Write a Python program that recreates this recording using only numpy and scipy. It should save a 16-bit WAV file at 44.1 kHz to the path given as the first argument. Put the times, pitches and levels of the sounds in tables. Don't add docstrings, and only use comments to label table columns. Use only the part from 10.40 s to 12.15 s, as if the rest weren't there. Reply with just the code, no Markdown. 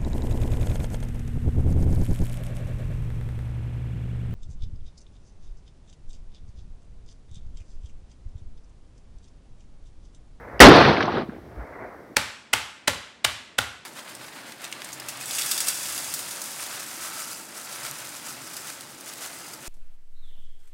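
import sys
import numpy as np
from scipy import signal
from scipy.fft import rfft, irfft
from scipy.io import wavfile
from scipy.ndimage import uniform_filter1d, map_coordinates

SR = 44100
rng = np.random.default_rng(int(sys.argv[2]) if len(sys.argv) > 2 else 0)


def log_audio(samples):
    frames = np.atleast_2d(samples).T
    limited = np.clip(frames, -1, 1)
    pcm = np.round(limited * 32767).astype(np.int16)
    wavfile.write(sys.argv[1], SR, pcm)


def ratio(d):
    e = np.asarray(d, float) / 20
    return 10 ** e


N = 77175
TIME = np.arange(N) / SR

EARLIER_SHOT_S, HAMMER_S, PRIMER_S, SHOT_S = -1.3, .1948, .1998, .2022
PRIMER_DB = -3
BLAST_DB, BLAST_S = 14, .0003
GROUND_DB, GROUND_T60_S, GROUND_RISE_S = 16, .16, .0049
AIR_DB_PER_S, AIR_HZ, AIR_POWER = 17.5, 4000, .7
HILL_AIR_DB_PER_S = 2.5
LUMPY_DB, PATCHY_DB = .8, 1.5
THUMP_SAG, THUMP_SKEW = .078, .55
CLACK_DB, CLACK_T60_S = 7, .03
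FACE_LOSS_DB = 15
BREEZE_DB, HISS_DB = -67.5, -68
OVERLOAD_LEVEL, OVERLOAD_KNEE, LOW_CUT_HZ = .93, 6, 22

# start_s, level_db
RUMBLE_LEVEL = [(0, -50.5), (.9, -50), (1.15, -48), (1.4, -61), (1.75, -70)]
# pitch_hz, level_db
RUMBLE_COLOUR = [(20, -41), (50, -1.5), (130, -4), (250, -22), (2500, -39.5), (15000, -80)]
# pitch_hz, level_db
BREEZE_COLOUR = [(300, -23.5), (2500, -0.5), (5500, -1.5), (15000, -9)]
# start_s, level_db
HILL_LEVEL = [(0, -42), (.13, -38.5), (.2, -39.5), (.9, -63), (1.15, -47.5), (1.2, -43.5), (1.3, -42),
              (1.44, -38.5), (1.6, -46.5), (1.75, -52)]
# pitch_hz, level_db
HILL_COLOUR = [(24, -46.5), (40, -12), (118, -8), (163, -22), (204, -8), (687, -2.5), (813, -7.5),
               (2150, -11.5), (3500, -58), (4550, -78), (7700, -120)]
# start_s, level_db, pitch_hz, length_s
THUMPS = [
    (.128, -38, 59, .075),
    (0.215, -7, 55, .06),
    (0.362, -20, 94.6, 0.052),
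    (0.889, -24, 249, 0.0117),
    (1.167, -30.5, 59.6, 0.087),
]
# start_s, level_db
ROLL_LEVEL = [(.203, -82), (.25, 3), (.4, -27), (.6, -29), (.72, -27.5), (.8, -27), (.86, -40),
              (1.1, -49.5), (1.4, -55.5), (1.75, -50)]
# pitch_hz, level_db
ROLL_COLOUR = [(60, -30), (130, -6.5), (320, 1.5), (520, -6), (800, -10), (1200, -52.5), (3000, -120)]
# pitch_hz, level_db, t60_s
HAMMER_MODES = [(1600, -26, .012), (2600, -16, .015), (5100, -17, .01), (3500, -24, .012),
                (9000, -30, .004), (13500, -22, .004)]
# pitch_hz, level_db, t60_s
BARREL_MODES = [(1943, 25.5, 0.022), (620, 15, .05), (3640, 7, .04)]
# pitch_hz, level_db
GROUND_COLOUR = [(30, -35.5), (150, -16), (300, 5.5), (600, -1.5), (2000, -4.5), (4500, -18), (7000, -21.5),
                 (15000, -30)]
# start_s, level_db
SLOPE_LEVEL = [(.203, 2), (.3, -7.5), (.42, -11), (.52, -17), (.64, -24.5), (.79, -24.5), (.825, -31),
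               (.855, -41.5), (1.1, -54)]
# pitch_hz, level_db
SLOPE_COLOUR = [(30, -28), (80, -4.5), (300, -1.5), (1300, -4), (2800, -14), (4200, -12), (6000, -26.5),
                (15600, -37.5)]
# start_s, level_db
BOLT_CLACKS = [
    (.2865, -14),
    (.292, -27),
    (.363, -33),
    (.369, -40),
]
# pitch_hz, level_db, t60_s
BOLT_MODES = [(5200, -5.5, .03), (7000, 3.5, .02), (8600, 1.5, 0.022), (10200, -3, 0.02035),
              (11800, 0.5, .02), (13600, 5, .015), (15000, -1, .012)]
# pitch_hz, level_db
CLACK_COLOUR = [(2000, -30), (5000, -2), (8000, 0), (14000, 2), (16000, 0)]
# start_s, peak_db, length_s, pitch_hz
ROCK_FACES = [(0.416, -28, .012, 700), (0.445, -20, 0.018, 1880), (0.565, -24, 0.0095, 1860),
              (0.604, -17.5, 0.0085, 1290), (0.605, -36, 0.014, 4000), (.623, -26, 0.011, 1720),
              (0.625, -30.5, 0.011, 3300), (0.654, -41, 0.0072, 3920), (0.676, -21.5, 0.019, 840),
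              (0.755, -31.5, 0.021, 1310), (0.774, -24.5, 0.015, 447), (0.893, -41.5, .008, 1190),
              (0.895, -54, 0.088, 1520), (1.19, -43.5, .04, 1020), (1.349, -47, 0.023, 1020),
              (1.439, -38, 0.017, 580)]
# start_s, pitch_hz, length_s, level_db
CHIRPS = [
    (1.28, 3450, .04, -75),
    (1.36, 4100, .03, -74),
    (1.45, 4050, .035, -74),
]
# pitch_hz, level_db
MIC_RESPONSE = [(20, 1), (6000, 0), (7300, -19), (9000, -11.5), (16000, -20.5)]


def unit(x):
    return x / np.sqrt(np.mean(x ** 2) + 1e-20)


def along(points, hz):
    point_hz, level_db = np.transpose(points)
    return np.interp(np.log(hz + 1), np.log(point_hz + 1), level_db)


def curve(rows):
    return np.interp(TIME, *np.transpose(rows))


def wobble(rate_hz):
    knots = rng.standard_normal(int(N * rate_hz / SR) + 4)
    return map_coordinates(knots, [TIME * rate_hz])


def scatter(colour, size_db, lumpy_db, air_db_per_s=0):
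    unevenness_db = size_db * wobble(400) + lumpy_db * wobble(45)
    hits = rng.standard_normal(N) * ratio(unevenness_db)
    hz, frame_s, z = signal.stft(unit(hits), SR, nperseg=512)
    patches = uniform_filter1d(rng.standard_normal(z.shape), size=6, axis=0)
    patches = unit(uniform_filter1d(patches, size=4, axis=1))
    travel_s = np.where(frame_s < SHOT_S, frame_s - EARLIER_SHOT_S, frame_s - SHOT_S)
    loss_db = air_db_per_s * np.outer((hz / AIR_HZ) ** AIR_POWER, travel_s)
    loss_db = loss_db + PATCHY_DB * min(lumpy_db, 1) * patches
    x = signal.istft(z * ratio(-loss_db), SR, nperseg=512)[1][:N]
    size = N + 225
    gain = ratio(along(colour, np.fft.rfftfreq(size, 1 / SR)))
    return irfft(rfft(x, size) * gain / np.sqrt(np.mean(gain ** 2)))[:N]


def ring(start_s, modes, rough):
    t = np.clip(TIME - start_s, 0, None)
    onset = 1 - np.exp(-t / .0006)
    out = 0
    for hz, db, t60_s in modes:
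        decay = ratio(db - 60 * t / t60_s)
        out = out + decay * onset * np.sin(2 * np.pi * hz * t + rough * wobble(250))
    return out


def rumble():
    return ratio(curve(RUMBLE_LEVEL)) * scatter(RUMBLE_COLOUR, size_db=.7, lumpy_db=1.5)


def breeze():
    return ratio(BREEZE_DB) * scatter(BREEZE_COLOUR, size_db=0, lumpy_db=0)


def hill():
    wash = scatter(HILL_COLOUR, size_db=-1.0, lumpy_db=LUMPY_DB, air_db_per_s=HILL_AIR_DB_PER_S)
    return ratio(curve(HILL_LEVEL)) * wash


def thumps():
    out = 0
    for start_s, db, hz, length_s in THUMPS:
        u = np.clip((TIME - start_s) / length_s, 0, 1)
        swell = np.sin(np.pi * u ** THUMP_SKEW)
        tone = np.sin(2 * np.pi * hz * (TIME - start_s) * (1 - THUMP_SAG * u))
        out = out + ratio(db) * swell * tone
    return out


def rifle():
    hammer = ring(HAMMER_S, HAMMER_MODES, rough=2.5)
    primer = ratio(PRIMER_DB) * ring(PRIMER_S, HAMMER_MODES[::2], rough=2.5)
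    u = np.clip(TIME - SHOT_S, 0, None) / BLAST_S
    blast = -ratio(BLAST_DB) * u * (2 - u) * np.exp(-u)
    return hammer + primer + blast + ring(SHOT_S + .0015, BARREL_MODES, rough=.9)


def terrain():
    t = np.clip(TIME - SHOT_S, 0, None)
    rise = 1 - np.exp(-(t / GROUND_RISE_S) ** 2)
    ground = scatter(GROUND_COLOUR, size_db=3.0, lumpy_db=LUMPY_DB)
    ground = ratio(GROUND_DB - 60 * t / GROUND_T60_S) * ground
    slopes = scatter(SLOPE_COLOUR, size_db=1.0, lumpy_db=LUMPY_DB, air_db_per_s=AIR_DB_PER_S)
    return rise * (ground + ratio(curve(SLOPE_LEVEL)) * slopes)


def valley_roll():
    roll = scatter(ROLL_COLOUR, size_db=4.5, lumpy_db=2 * LUMPY_DB)
    return (TIME > SHOT_S) * ratio(curve(ROLL_LEVEL)) * roll


def bolt():
    spray = ratio(CLACK_DB) * scatter(CLACK_COLOUR, size_db=3, lumpy_db=-1)
    out = 0
    for start_s, db in BOLT_CLACKS:
        decay = (TIME > start_s) * ratio(-60 * np.abs(TIME - start_s) / CLACK_T60_S)
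        out = out + ratio(db) * (ring(start_s, BOLT_MODES, rough=4.9) + spray * decay)
    return out


def rock_faces():
    octaves = np.arange(-2, 2.1, .5)
    out = 0
    for start_s, db, length_s, hz in ROCK_FACES:
        u = np.clip(TIME - start_s, 0, None) / length_s * 2.78
        swell = np.e * u * np.exp(-u)
        colour = np.c_[hz * 2 ** octaves, -FACE_LOSS_DB * octaves ** 2]
        slap = swell * scatter(colour, size_db=1.5, lumpy_db=0)
        out = out + ratio(db) * unit(slap) * np.sqrt(np.mean(swell ** 2))
    return out


def bird():
    out = 0
    for start_s, hz, length_s, db in CHIRPS:
        swell = np.sin(np.pi * np.clip((TIME - start_s) / length_s, 0, 1))
        out = out + ratio(db) * swell * np.sin(2 * np.pi * hz * TIME + 1.8 * wobble(110))
    return out


def scene():
    background = rumble() + breeze()
    echoes = hill() + thumps() + terrain() + valley_roll() + rock_faces()
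    return (background + echoes + rifle() + bolt() + bird())[None]


def top_cut(x):
    return signal.sosfilt(signal.butter(12, 15700, fs=SR, output="sos"), x)


def record(dry):
    taps = irfft(ratio(along(MIC_RESPONSE, np.fft.rfftfreq(256, 1 / SR))), 256)
    taps = np.roll(taps, 128)[None]
    x = signal.fftconvolve(dry, taps, axes=1)[:, 128:128 + N]
    x = x / (1 + np.abs(x / OVERLOAD_LEVEL) ** OVERLOAD_KNEE) ** (1 / OVERLOAD_KNEE)
    low_cut = signal.butter(1, LOW_CUT_HZ, "high", fs=SR, output="sos")
    x = signal.sosfilt(low_cut, x)
    x = x + ratio(HISS_DB) * rng.standard_normal(x.shape)
    return top_cut(x)


dry = scene()
out = record(dry)
log_audio(out)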